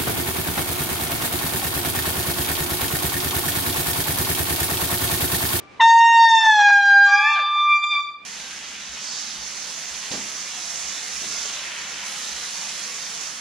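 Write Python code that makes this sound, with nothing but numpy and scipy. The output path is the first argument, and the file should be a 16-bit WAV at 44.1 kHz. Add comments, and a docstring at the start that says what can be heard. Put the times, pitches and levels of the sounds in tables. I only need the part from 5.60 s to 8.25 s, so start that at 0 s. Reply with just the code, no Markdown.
"""Over a faint rainforest hush, the echo of an earlier call dies away. An indri (a large lemur) yelps
and holds one long, horn-like wail that sags, with brief bursts of crackly distortion. Near its end a
second indri, farther off, joins on a higher, level note. The first voice lifts and ends in a rough
fall; the second holds on, then stops. Trunks and leaves throw both calls back."""
import sys
import numpy as np
from scipy import signal
from scipy.fft import rfft, irfft
from scipy.io import wavfile
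from scipy.ndimage import uniform_filter1d

SR = 44100
rng = np.random.default_rng(int(sys.argv[2]) if len(sys.argv) > 2 else 0)


def to_wav(sig):
    """Store sig (one row per channel, or 1-D mono) as 16-bit WAV at the path in sys.argv[1].

    Samples outside -1..1 are clipped; the rate is SR.
    """
    pcm = np.clip(np.atleast_2d(sig), -1, 1) * 32767
    pcm = np.round(pcm).astype(np.int16)
    wavfile.write(sys.argv[1], SR, pcm.T)  # frames by channels


N = 116865
T = np.arange(N) / SR
HZ = np.fft.rfftfreq(N, 1 / SR)


def amp(db):
    """Turns decibels into a number to multiply by."""
    return 10 ** (np.asarray(db) / 20)


def unit(x):
    """Scales a signal to an average power of 1."""
    return x / np.sqrt(np.mean(x ** 2) + 1e-20)


def curve(points):
    """Joins points in time with straight lines."""
    return np.interp(T, *np.transpose(points))


def spectrum(points, hz):
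    """Joins points with straight lines on a log frequency scale."""
    freqs, values = np.transpose(points)
    return np.interp(np.log(hz + 1), np.log(freqs + 1), values)


def noise(gain):
    """Noise coloured by a gain at each frequency."""
    return unit(irfft(rfft(rng.standard_normal(N)) * gain, N))


def drift(rate_hz):
    """A random wobble, up to about the given rate."""
    return noise(1 / (1 + (HZ / rate_hz) ** 4))


def gate(start, end, attack, release):
    """A smooth rise, hold and fall, all in seconds."""
    ramp = np.clip(np.minimum((T - start) / attack, (end - T) / release), 0, 1)
    return np.sin(np.pi / 2 * ramp) ** 2


# Colour of the hush. Each row: frequency in Hz, relative level in dB.
HUSH_COLOUR = [(25, -16), (60, -7), (130, -3), (300, 0), (600, -4), (1200, -7), (2400, -10), (4000, -17),
               (6000, -22), (10500, -38)]
# How alike the two ears are. 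Each row: frequency in Hz, likeness from 0 to 1.
HUSH_LIKENESS = [(80, .9), (200, .35), (2000, .3)]
# Loudness of the hush. Each row: time in seconds, level in dB.
HUSH_LOUDNESS = [(.19, -48), (.3, -55), (1.3, -56.5), (1.7, -65), (2.0, -63), (2.65, -54)]
def hush():
    """Air in the leaves makes a faint, wavering noise, nearly the same in both ears in the bass."""
    same = spectrum(HUSH_LIKENESS, HZ)
    left, other = rfft(rng.standard_normal((2, N)))
    right = same * left + np.sqrt(1 - same ** 2) * other
    ears = irfft(np.array([left, right]) * amp(spectrum(HUSH_COLOUR, HZ)), N)
    waver_db = 2.2 * drift(rate_hz=12)
    return unit(ears) * amp(curve(HUSH_LOUDNESS) + waver_db)


# Notes still ringing. Each row: frequency in Hz, width in Hz, starting level in dB.
RINGING_NOTES = [(797, 40, -58), (1180, 20, -53), (2335, 35, -54)]
def dying_echo(fade_db_per_s=31.5):
    """An earlier call still rings among the trees, as narrow bands of fading noise."""
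    ears = np.zeros((2, N))
    for ear in ears:
        for hz, width, db in RINGING_NOTES:
            ear += amp(db) * noise(1 / (1 + ((HZ - hz) / width) ** 2) ** 2)
    return ears * amp(-fade_db_per_s * T)


# The forest's echo. Each row: frequency in Hz, seconds to fade by 60 dB, level in dB.
FOREST_ECHO = [(400, 2, -29), (840, 1.35, -13.5), (1574, 0.84, -14), (2570, 0.85, -11.5), (3330, 0.68, -7),
               (5750, 0.32, -3.5), (10000, 0.58, -4)]
def forest(tone, rasp, left_db, echo_boost, delay_s=0.016, echoes_per_s=2000):
    """The direct call plus echoes scattered by trunks and leaves, partly different at each ear."""
    shared, sides = rng.standard_normal((2, N)) * (rng.random((2, N)) < echoes_per_s / SR)
    bounces = unit(shared + 0.45 * np.array([[1], [-1]]) * sides) * (T > delay_s)
    hz, t, bands = signal.stft(bounces, SR, nperseg=256)
    table = np.array(FOREST_ECHO)
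    fade_s = spectrum(table[:, [0, 1]], hz)[:, None]
    level_db = spectrum(table[:, [0, 2]], hz)[:, None]
    rate = np.log(1000) / fade_s
    fade = np.exp(-rate * t) * np.sqrt(2 * rate / SR)  # same energy however long it rings
    tail = signal.istft(bands * amp(level_db) * fade, SR, nperseg=256)[1]
    sent = (tone + amp(-6.5) * rasp) * amp(curve(echo_boost))  # the rasp echoes less
    echo = signal.fftconvolve(sent[None], tail, axes=1)[:, :N]
    return (tone + rasp) * amp([[left_db / 2], [-left_db / 2]]) + echo


# Colour of the gritty noise. Each row: frequency in Hz, relative level in dB.
RASP_COLOUR = [(40, -30.5), (200, -24), (450, -14.5), (750, 12.5), (1200, 6.5), (1800, 3.5), (2600, -0.5),
               (3600, -1), (5000, -12), (6800, -16), (8000, -28), (10500, -33)]
def voice(pitch, lows, upper, throat, bursts, opening, air_db=-56, lag_s=0.0021):
    """Stacked harmonics (multiples of the pitch). 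In rough bursts, pitch shakes and noise joins in."""
    roughness = sum(amp(db) * gate(start, start + length, 0.26 * length, 0.13 * length)
                    for start, length, db in bursts)
    shake = 0.0006 * drift(rate_hz=45) + 0.087 * roughness * drift(rate_hz=230)
    hz = uniform_filter1d(curve(pitch), size=200) * (1 + shake)
    phase = 2 * np.pi * np.cumsum(hz) / SR
    low_gains = [amp(curve(points)) for points in lows]
    tone = 0
    for k in range(1, 14):
        flutter_db = 4.5 * drift(rate_hz=20.5) + 2 * drift(rate_hz=4)
        if k <= len(lows):
            gain = low_gains[k - 1]
        else:
            gain = amp(curve(upper) + spectrum(throat, k * hz) + flutter_db)
        late_opening = np.interp(T - (k - 1) * lag_s, T, opening)  # high harmonics start last
        tone = tone + late_opening * gain * np.cos(k * phase + 2 * np.pi * rng.random())
    strength = opening * np.linalg.norm(low_gains, axis=0)
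    rasp = strength * (amp(air_db) + roughness) * noise(amp(spectrum(RASP_COLOUR, HZ)))
    return np.sqrt(2) * tone, rasp


# The reply's note. Each row: time in seconds, pitch in Hz.
REPLY_PITCH = [(1.45, 1173), (1.55, 1181), (1.87, 1184), (2.04, 1185), (2.2, 1180), (2.31, 1197),
               (2.35, 1167), (2.39, 1168), (2.42, 1193)]
# Harmonics 1 to 4, then all higher ones. Each row: time in seconds, level in dB.
REPLY_1 = [(1.48, -32), (1.53, -27), (1.7, -21.5), (1.88, -23), (2.11, -17), (2.17, -20), (2.21, -26.5),
           (2.25, -24.5), (2.32, -29), (2.39, -24.5)]
REPLY_2 = [(1.479, -42), (1.53, -25.5), (1.668, -23), (1.8, -27.5), (1.864, -44), (1.99, -26.5),
           (2.04, -33.5), (2.127, -16), (2.171, -22), (2.205, -47), (2.241, -20.5), (2.283, -49),
           (2.322, -20), (2.353, -25.5), (2.401, -40.5)]
REPLY_3 = [(1.479, -46.5), (1.6, -40), (1.75, -35.5), (1.849, -29.5), (1.921, -35), (2.009, -24.5),
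           (2.069, -40.5), (2.13, -26), (2.212, -43), (2.241, -21.5), (2.278, -66), (2.312, -21),
           (2.401, -49.5)]
REPLY_4 = [(1.629, -43.5), (1.721, -53.5), (1.869, -37.5), (1.96, -55.5), (2.16, -43.5)]
REPLY_HIGHS = [(1.499, -28.5), (1.871, -33), (1.983, -34), (2.141, -26.5), (2.391, -33)]
# Colour of those higher ones. Each row: frequency in Hz, added level in dB.
REPLY_COLOUR = [(5900, -28), (7100, -27.5), (8300, -43), (9500, -51.5)]
# Bursts of distortion. Each row: start in seconds, length in seconds, noise against the tone in dB.
REPLY_NOISE_BURSTS = [(2.16, 0.11, -26.5), (2.278, 0.29, -23)]
# How strongly the reply feeds the echo. Each row: time in seconds, boost in dB.
REPLY_ECHO = [(2.14, 0), (2.3, 9)]
def far_indri():
    """The farther animal replies on a higher, level note."""
    opening = gate(start=1.448, end=2.42, attack=0.035, release=0.031)
    lows = [REPLY_1, REPLY_2, REPLY_3, REPLY_4]
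    tone, rasp = voice(REPLY_PITCH, lows, REPLY_HIGHS, REPLY_COLOUR, REPLY_NOISE_BURSTS, opening)
    return forest(tone, rasp, left_db=-0.4, echo_boost=REPLY_ECHO)


# The wail's tune. Each row: time in seconds, pitch in Hz.
WAIL_PITCH = [(.204, 993), (.209, 906), (.25, 915), (.356, 920.8), (.484, 926), (.68, 913.5), (.798, 894.7),
              (.87, 881.2), (.936, 853.4), (1.02, 825), (1.1, 811.5), (1.19, 806), (1.366, 800.9),
              (1.49, 806), (1.56, 816.2), (1.61, 831), (1.659, 861.3), (1.7, 893), (1.725, 896),
              (1.75, 843.5), (1.78, 738.8), (1.81, 573), (1.859, 383)]
# Harmonics 1 to 5, then all higher ones. Each row: time in seconds, level in dB.
WAIL_1 = [(.2, -15), (.235, -11), (.37, -10), (.51, -16), (.645, -10), (.7, -18), (.745, -11.5),
          (.825, -22), (.89, -12.5), (.935, -20.5), (1.0, -14), (1.12, -20), (1.29, -27), (1.36, -18),
          (1.5, -25.5), (1.55, -20.5), (1.7, -30.5), (1.79, -31)]
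WAIL_2 = [(.21, -17.5), (0.328, -22), (.55, -17.5), (0.622, -23), (0.668, -16), (0.757, -25), (0.911, -13),
          (0.949, -19.5), (1.132, -10.5), (1.19, -18.5), (1.31, -10.5), (1.449, -12.5), (1.505, -15.5),
          (1.538, -13), (1.628, -28.5), (1.672, -16), (1.712, -31.5), (1.799, -29)]
WAIL_3 = [(0.203, -24.5), (.35, -40.5), (0.409, -28), (0.559, -25), (.7, -46.5), (0.776, -28), (.83, -36.5),
          (.98, -37), (1.057, -23.5), (1.271, -41), (1.469, -36), (1.561, -28.5), (1.722, -31.5),
          (1.81, -32)]
WAIL_4 = [(0.219, -21.5), (.35, -35), (.54, -35), (0.609, -27), (0.769, -22.5), (.92, -26), (1.07, -32),
          (1.11, -52.5), (1.159, -37), (1.281, -38.5), (1.481, -39.5), (1.659, -33), (1.748, -32.5),
          (1.8, -38)]
WAIL_5 = [(.21, -52.5), (.33, -33.5), (.49, -66.5), (0.599, -31.5), (.78, -43.5), (0.999, -35), (1.25, -40),
          (1.41, -35.5), (1.58, -59.5), (1.74, -38.5), (1.8, -42)]
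WAIL_HIGHS = [(0.211, -21.5), (.5, -25), (0.779, -22.5), (1.06, -30), (1.351, -32.5), (1.55, -31.5),
              (1.64, -35), (1.732, -30.5), (1.789, -53.5)]
# Brassy colour of those higher ones. Each row: frequency in Hz, added level in dB.
WAIL_COLOUR = [(4900, -12), (5600, -17.5), (6450, -17.5), (7300, -25), (8200, -43.5), (9300, -36.5),
               (10300, -42)]
# Short bursts of distortion on the wail; the last row is its rough closing fall.
# Each row: start in seconds, length in seconds, noise against the tone in dB.
WAIL_NOISE_BURSTS = [(0.203, 0.024, -15), (0.79, 0.091, -21), (0.981, 0.051, -23), (1.078, 0.035, -22),
                     (1.247, 0.066, -34), (1.478, .045, -23.5), (1.725, 0.23, -7)]
# How strongly the wail feeds the echo. Each row: time in seconds, boost in dB.
WAIL_ECHO = [(.8, 2), (1.4, 5), (1.72, 7.5)]
def near_indri():
    """The nearer animal yelps into a long wail that sags, lifts and falls away."""
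    opening = gate(start=0.1931, end=1.868, attack=0.013, release=0.21)
    lows = [WAIL_1, WAIL_2, WAIL_3, WAIL_4, WAIL_5]
    tone, rasp = voice(WAIL_PITCH, lows, WAIL_HIGHS, WAIL_COLOUR, WAIL_NOISE_BURSTS, opening)
    return forest(tone, rasp, left_db=0.3, echo_boost=WAIL_ECHO)


def scene():
    """Both callers over the quiet forest."""
    return near_indri() + far_indri() + hush() + dying_echo()


def record(dry):
    """Cuts away the treble above 10450 Hz."""
    lowpass = signal.firwin(511, 10450, window=("kaiser", 9), fs=SR)
    return signal.oaconvolve(dry, lowpass[None], "same")


dry = scene()
out = record(dry)
to_wav(out)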